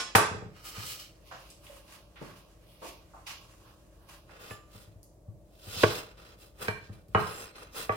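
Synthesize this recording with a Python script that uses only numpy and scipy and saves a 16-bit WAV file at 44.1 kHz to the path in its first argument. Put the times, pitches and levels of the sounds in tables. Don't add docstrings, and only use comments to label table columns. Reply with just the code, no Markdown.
import sys
import numpy as np
from scipy import signal
from scipy.fft import rfft, irfft, next_fast_len
from scipy.io import wavfile

SR = 44100
rng = np.random.default_rng(int(sys.argv[2]) if len(sys.argv) > 2 else 0)


def master_out(mix):
    frames = np.transpose(np.atleast_2d(mix))
    ceiling = np.clip(frames, -1, 1)
    pcm = np.round(ceiling * 32767).astype(np.int16)
    wavfile.write(sys.argv[1], SR, pcm)


N = 351036

# counter thump/dB, board belly/dB, crack/dB, blade ring/dB, and the share sent to the room/dB
KNOCKS = [(0.1509, 4.5, 3770, -3.5, -10.5, 0, -38, -5.5), (0.155, -6, 12800, -11.5, -35, 5, -3, 2),
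          (0.182, -7, 1980, -12, -6, -8, -3, 1.5), (4.508, -27.5, 3470, 7.5, -0.5, -10, -14, -4.5),
          (5.8341, 1, 1650, -1, 4, 12, -15, -10.5), (6.6822, -14.5, 4670, 5.5, 0.5, 0.5, 6.5, -6),
          (7.148, -4.5, 1830, 3, -1.5, -1.5, -12.5, -1), (7.893, -12, 1970, 1, 3.5, -5, 0, -6.5)]
# t/s, level/dB, contact cut-off f/Hz
THUDS = [(0.31, -20.5, 501), (0.343, -19.5, 501), (0.42, -24, 463), (0.456, -25, 300), (0.775, -21.5, 170),
         (4.749, -32.5, 350), (4.871, -29.5, 105), (4.952, -30.5, 121), (5.278, -18.5, 118),
         (5.67, -23.5, 150), (5.764, -23.5, 337), (6.893, -22, 222), (7.084, -32.5, 200)]
THUD_THUMP_DB, THUD_BELLY_DB, THUD_STEEL_DB, THUD_ROOM_DB = 5.5, -1, -24, -1.5

# f/Hz, level/dB, time to fall by 60 dB/s
COUNTER_MODES = [(104.3, -21.5, 0.28), (148, -23.5, 0.14), (203, -21, 0.055)]
BELLY_MODES = [(342.6, -20.5, 0.065), (431, -16, .085), (489.3, -14.5, 0.052), (631, -19, 0.059)]
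BOARD_MODES = [(790, -17, 0.052), (1083.6, -16, 0.042), (1146, -18.5, 0.11), (1254, -15, 0.04),
               (1585, -18.5, 0.053), (1870, -24, 0.03), (2544, -25, 0.036), (2930, -24, 0.043),
               (3905, -28.5, .02)]
BLADE_MODES = [(926, -26, 0.25), (1199.4, -30.5, .18), (1820, -39.5, 0.62), (1990, -34.5, 0.21),
               (2350, -30.5, 0.2), (2560, -43, 0.25), (3250, -41.5, 0.29), (4200, -36, 0.2),
               (5170, -40.5, .33), (6105, -42, .25), (7480, -44.5, .25), (8345, -43, .3),
               (9670, -35.5, 0.27), (10800, -35, .25), (14550, -39.5, .2)]
# f/Hz, relative level/dB, 60 dB fall time/s
SWUNG = [(1066, -8.5, 0.33), (1470, -5, 0.22), (2358, -13, 0.3), (3880, -22, 0.36), (4452, -15, 0.13),
         (5300, -2.5, 0.25), (5701, -18, 0.24), (6400, -22.5, 0.39), (7472, -19, 0.2), (9792, -20.5, 0.36)]
LIFTED = [(1184, -9, 0.49), (1740, -6, 0.37), (2600, -2, 0.058), (5100, -24, 0.47), (6105, -22, 0.25),
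          (7100, -22, 0.64), (7530, -18, 0.3), (11180, -13, 0.23)]
# t/s, level/dB, its modes
CLINKS = [(0., -31.5, SWUNG), (4.509, -41, LIFTED)]

# t/s, swell/s, hold/s, friction level/dB, body relative level/dB, brightness relative level/dB
STROKES = [(4.27, .045, .06, -61.5, 7.5, -7), (4.39, 0.015, 0.11, -53.5, 3, -2),
           (4.69, 0.05, 0.088, -59.5, 0, 0), (5.59, 0.13, .05, -45, -2, -0.5),
           (5.71, 0.12, 0.013, -32.5, -5.5, -7), (5.88, 0.025, 0.07, -40, 1.5, -3),
           (6.165, 0.01, 0.14, -60.5, 4, -5), (6.37, 0.042, 0.016, -57.5, -1, 1),
           (6.585, 0.043, 0.021, -45, 5, 1), (6.79, .05, .025, -62, -4, -9.5),
           (6.91, 0.018, .02, -63.5, 3, -2), (7.14, 0.056, 0.23, -50.5, 6, -1),
           (7.54, 0.016, 0.068, -56, 7.5, -5.5), (7.73, 0.036, 0.048, -43.5, 1, 0.5),
           (7.89, 0.033, .05, -53.5, 9, -4)]
# t/s, level relative to the friction/dB
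SINGING = [(4.9, -27.5), (5.5, -18), (6.1, -15), (6.55, -19), (7.6, 1.5), (7.8, -12)]
SING_WANDER_DB, SING_WANDER_HZ = 5, 6

# t/s, swell/s, hold/s, crackle or rustle level/dB, crumple relative level/dB, crispness relative level/dB
NEAR_RUSTLES = [(0.52, 0.047, 0.034, -59, 2, -3), (0.625, 0.032, 0.04, -46.5, -2, 3),
                (0.70, 0.067, 0.071, -45.5, 0, -1), (0.77, 0.098, 0.055, -41.5, -8.5, 2),
                (0.97, 0.029, 0.0093, -45, -8, -0.5)]
FAR_RUSTLES = [(1.235, 0.032, 0.25, -60.5, -6, -3), (1.305, 0.012, 0.039, -53.5, 2.5, -18.5),
               (1.60, 0.048, .13, -59, 0, 0.5), (1.82, .11, .025, -54.5, -0.5, -2),
               (2.17, 0.056, 0.075, -56.5, 4.5, -4.5), (2.32, .05, .02, -60.5, -1, -2),
               (2.60, 0.1, 0.058, -67.5, -7, 2), (2.80, 0.048, 0.041, -48.5, -7.5, -2.5),
               (3.262, 0.0065, 0.041, -42.5, -4.5, -7.5), (3.58, 0.089, 0.028, -68, 7.5, -3.5),
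               (3.95, 0.068, 0.03, -77.5, 11.5, 4.5), (4.07, 0.023, 0.046, -56, 0.5, -1)]
# t/s, level before its random wavering/dB
FAR_STIR = [(0.9, -89), (1.15, -68), (2.5, -68), (3.1, -66), (3.5, -62.5), (3.9, -69), (4.3, -67.5),
            (4.9, -73), (5.2, -94)]
SKIN_FLUTTER_DB = 0.4

SWELL_DB = 19
BODY_FALL_DB_PER_S, MIDDLE_FALL_DB_PER_S, TOP_FALL_DB_PER_S = 144, 163, 199

# t/s, level before the direct and room shares/dB, lowest f/Hz, highest f/Hz, length/s
HANDLING = [(0.0, -29, 250, 6350, 0.0074), (1.311, -42, 500, 1550, 0.012),
            (1.501, -48, 3900, 10900, 0.0043), (1.666, -47, 1900, 3500, 0.0034),
            (1.69, -48, 500, 623, 0.012), (2.157, -51, 900, 3300, 0.017), (2.214, -33.5, 100, 740, 0.0045),
            (2.686, -64.5, 2930, 3520, 0.016), (2.817, -41, 273, 1110, 0.02),
            (3.135, -47, 710, 1296, 0.016), (4.293, -47, 400, 1740, 0.0036),
            (5.03, -49, 4460, 14200, 0.0017), (7.083, -61, 2500, 14240, 0.0024)]

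# f/Hz, relative level/dB
SKIN_COLOUR = [(150, -30.5), (250, -10), (444, -7), (674, -11), (1260, 0), (2020, -6), (3060, -0.5),
               (3460, -5), (5070, -1.5), (15200, -12), (16000, -6.5)]
FAR_COLOUR = [(470, -17.5), (800, 0.5), (1240, 3.5), (1900, 1), (2800, -0.5), (3650, -6), (4290, -5),
              (6820, -3), (10400, -7.5), (16000, -14.5)]
CUT_COLOUR = [(120, -8), (250, -8), (460, -3), (880, -9.5), (1200, -3), (2000, -9.5), (2600, -2),
              (4700, -4), (7000, -7), (10000, -8), (16000, -12.5)]
AIR_COLOUR = [(15, -40.5), (30, -21.5), (54, 0.5), (70, -3.5), (107, -5), (122, -2), (139, -13.5),
              (202, -10.5), (275, -22.5), (328, -12.5), (412, -16), (543, -14.5), (579, -8), (775, -25),
              (1200, -31), (1560, -71), (2640, -120)]
HISS_COLOUR = [(700, 5.5), (1500, -3), (3000, -8), (8000, -5), (16000, -7.5)]
AIR_DB, HISS_DB = -59, -72.5
# f/Hz, level/dB
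HUM = [(48.7, -63.5), (104, -80.5), (166, -72), (300, -73), (328, -74)]

# f/Hz, 60 dB fall time/s
ROOM_T60 = [(100, 0.41), (300, 0.43), (1000, 0.41), (3000, 0.51), (7000, 0.45), (15000, 0.11)]
# f/Hz, likeness (1 = same, 0 = unrelated)
LIKENESS = [(60, 1), (130, .85), (290, 0.56), (640, 0.74), (1400, 0), (16000, 0)]
# f/Hz, left minus right level/dB
BALANCE = [(60, 2), (200, -0.5), (600, 0), (1300, -3), (2400, -4), (4400, -3), (8000, 2), (15000, -0.5)]
FLAT = [(20, 0), (20000, 0)]
CUTOFF_HZ = 15900


def knocks():
    direct, to_room = np.zeros((2, 2, N))
    for s, db, contact_hz, thump_db, belly_db, crack_db, blade_db, room_db in KNOCKS:
        knock = from_db(db) * blow(contact_hz, thump_db, belly_db, crack_db, blade_db)
        add(direct, s, knock)
        add(to_room, s, from_db(room_db) * knock)
    for s, db, contact_hz in THUDS:
        thud = from_db(db) * blow(contact_hz, THUD_THUMP_DB, THUD_BELLY_DB, THUD_STEEL_DB, THUD_STEEL_DB)
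        add(direct, s, thud)
        add(to_room, s, from_db(THUD_ROOM_DB) * thud)
    return direct + kitchen(to_room)


def blow(contact_hz, thump_db, belly_db, crack_db, blade_db):
    belly = from_db(belly_db) * ringing(BELLY_MODES, scatter_db=1.4)
    dense_wood = burst(db=-16.5, t60=0.085, band_hz=[520, 1900])
    wood = ringing(BOARD_MODES, scatter_db=5.9) + belly + dense_wood
    thump = from_db(thump_db) * ringing(COUNTER_MODES, scatter_db=1.0)
    crack = from_db(crack_db) * burst(db=-17.0, t60=0.052, band_hz=[1300, 15000])
    steel = from_db(blade_db) * ringing(BLADE_MODES, scatter_db=4.5) + crack
    softened = butter(wood - thump + steel, contact_hz, "low")
    return butter(softened, 60, "high")


def ringing(modes, scatter_db, lag_s=0.00026, lag_spread_s=0.0001):
    t, out = np.arange(SR // 2) / SR, 0
    for k, (hz, db, t60) in enumerate(modes):
        gain = (-1) ** k * from_db(db + scatter_db * rng.normal())
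        decay = np.exp(-np.log(1000) * t / t60)
        mode = gain * decay * np.sin(2 * np.pi * hz * t)
        lag = abs(lag_s + lag_spread_s * rng.normal())
        left = np.interp(t - lag, t, mode)
        out = out + np.array([left, mode])
    return out


def burst(db, t60, band_hz):
    t = np.arange(SR // 2) / SR
    noise = rms_one(butter(rng.standard_normal((2, len(t))), band_hz, "band"))
    return from_db(db - 60 * t / t60) * noise


def clink():
    out = np.zeros((2, N))
    for s, db, modes in CLINKS:
        add(out, s, from_db(db) * ringing(modes, scatter_db=0, lag_s=0, lag_spread_s=0))
    return out + from_db(-10) * kitchen(out)


def slicing(sing_width_hz=90):
    texture = stereo(grains(per_s=1400, size_db=3.0, smooth=0.45), CUT_COLOUR)
    sing = 0
    for hz, _, _ in BLADE_MODES:
        if hz > 4000:
            b, a = signal.iirpeak(hz, hz / sing_width_hz, fs=SR)
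            wander = from_db(SING_WANDER_DB * drift(SING_WANDER_HZ))
            sing = sing + wander * hz * signal.lfilter(b, a, texture)
    texture = texture + from_db(curve(SINGING)) * rms_one(sing)
    return friction(STROKES, texture, flutter_db=0.55)


def skins():
    near = stereo(grains(per_s=1600, size_db=1.0, smooth=0.71), SKIN_COLOUR)
    far = stereo(grains(per_s=810, size_db=3.5, smooth=1.7), FAR_COLOUR)
    near_rustles = friction(NEAR_RUSTLES, near, SKIN_FLUTTER_DB)
    far_rustles = friction(FAR_RUSTLES, far, SKIN_FLUTTER_DB)
    stir = from_db(curve(FAR_STIR) + 1.5 * drift(8))
    return near_rustles + far_rustles + stir * far


def grains(per_s, size_db, smooth):
    happens = rng.random(N) < per_s / SR
    size = from_db(size_db * np.minimum(rng.exponential(1, N), 4))
    snaps = happens * size * rng.choice([-1, 1], N)
    t = np.arange(SR // 50) / SR
    scatter = rng.standard_normal((2, len(t))) * np.exp(-t / 0.0066)
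    crackle = signal.oaconvolve(snaps[None], scatter, axes=1)[:, :N]
    return rms_one(crackle) + smooth * rng.standard_normal((2, N))


def friction(rows, texture, flutter_db):
    *_, body_db, bright_db = np.transpose(rows)
    low = rms_one(butter(texture, 2300, "low", order=4))
    mid = rms_one(butter(texture, [2000, 6000], "band"))
    high = rms_one(butter(texture, 7900, "high", order=3))
    body = movements(rows, BODY_FALL_DB_PER_S, body_db) * low
    middle = movements(rows, MIDDLE_FALL_DB_PER_S, 0) * mid
    top = movements(rows, TOP_FALL_DB_PER_S, bright_db) * high
    together = sum(from_db(flutter_db * drift(30)) * register for register in (body, middle, top))
    return from_db(flutter_db * drift(9.9)) * together


def movements(rows, fall_db_per_s, colour_db):
    t = np.arange(0, N, 40) / SR
    s, swell, hold, db = np.array(rows).T[:4, :, None]
    since_full = t - s - swell
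    rise_db = np.minimum(SWELL_DB * since_full / swell, 0)
    fall_db = fall_db_per_s * np.maximum(since_full - hold, 0)
    shape_db = np.maximum(rise_db - fall_db, -120)
    gains = from_db(db + np.reshape(colour_db, (-1, 1)) + shape_db)
    return np.interp(np.arange(N) / SR, t, np.sqrt(np.sum(gains ** 2, axis=0)))


def handling(direct_db=-3, room_db=-1):
    out, t = np.zeros((2, N)), np.arange(SR // 2) / SR
    for s, db, low_hz, high_hz, length in HANDLING:
        noise = stereo(rng.standard_normal((2, len(t))), FLAT)
        band_hz = [low_hz, max(high_hz, low_hz * 1.15)]
        rub = rms_one(butter(noise, band_hz, "band", order=3))
        shape = np.sqrt(2 * np.e * t / length) * np.exp(-t / length)
        add(out, s, from_db(db) * rub * shape)
    return from_db(direct_db) * out + from_db(room_db) * kitchen(out)


def background(waver=0.59):
    t, hum = np.arange(N) / SR, 0
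    for hz, db in HUM:
        phase = 2 * np.pi * hz * t + waver * drift(2)
        hum = hum + from_db(db) * np.sqrt(2) * np.sin(phase)
    air = from_db(AIR_DB) * stereo(rng.standard_normal((2, N)), AIR_COLOUR)
    hiss = from_db(HISS_DB) * stereo(rng.standard_normal((2, N)), HISS_COLOUR)
    return hum + air + hiss


def kitchen(x, gap_s=0.0021):
    t, edges = np.arange(SR) / SR, 45 * 2 ** np.arange(0, 9.5, 0.5)
    field = rfft(stereo(rng.standard_normal((2, SR)), FLAT))
    hz, tail = np.arange(field.shape[1]), 0
    onset = np.clip(t / gap_s - 1, 0, 1)
    for low, high in zip(edges, edges[1:]):
        inside = (hz >= low) & (hz < high)
        decay = from_db(-60 * t / at_hz(ROOM_T60, np.sqrt(low * high)))
        band = irfft(field * inside, SR) * decay * onset
        tail = tail + band * np.sqrt(inside.mean() / np.sum(band ** 2, axis=1, keepdims=True))
    return signal.oaconvolve(x[:1], tail, axes=1)[:, :N]


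def stereo(pair, spectrum):
    size = next_fast_len(pair.shape[-1])
    hz = np.arange(size // 2 + 1) * SR / size
    mid, side = rfft(pair, size)
    alike = np.clip(at_hz(LIKENESS, hz), -1, 1)
    both = np.sqrt(1 + alike) * mid + np.sqrt(1 - alike) * side * [[1], [-1]]
    coloured = irfft(both * from_db(at_hz(spectrum, hz)), size)
    return rms_one(coloured[:, :pair.shape[-1]])


def drift(rate_hz):
    r = np.exp(-80 * np.pi * rate_hz / SR)
    noise = rng.standard_normal(N // 40 + 2002)
    slow = signal.lfilter([1], [1, -2 * r, r * r], noise)[2000:]
    return np.interp(np.arange(N) / 40, np.arange(len(slow)), rms_one(slow))


def butter(x, hz, kind, order=2):
    sos = signal.butter(order, np.clip(hz, 10, 0.45 * SR), kind, fs=SR, output="sos")
    return signal.sosfilt(sos, x)


def add(out, s, sound):
    start = max(round(s * SR), 0)
    out[..., start:start + sound.shape[-1]] += sound[..., :N - start]


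def curve(points):
    s, db = np.transpose(points)
    return np.interp(np.arange(N) / SR, s, db)


def at_hz(points, hz):
    table_hz, values = np.transpose(points)
    return np.interp(np.log(np.maximum(hz, 1)), np.log(table_hz), values)


def from_db(db):
    return 10 ** (np.asarray(db) / 20)


def rms_one(x):
    return x / np.sqrt(np.mean(x ** 2) + 1e-20)


def scene():
    return knocks() + clink() + slicing() + skins() + handling() + background()


def record(dry):
    size = next_fast_len(N + SR // 4)
    tilt_db = at_hz(BALANCE, np.arange(size // 2 + 1) * SR / size)
    colour = from_db(tilt_db * [[0.5], [-0.5]])
    heard = irfft(rfft(dry, size) * colour, size)[:, :N]
    top_cut = signal.ellip(10, 0.1, 80, CUTOFF_HZ, fs=SR, output="sos")
    return signal.sosfilt(top_cut, np.clip(heard, -1, 1))


dry = scene()
out = record(dry)
master_out(out)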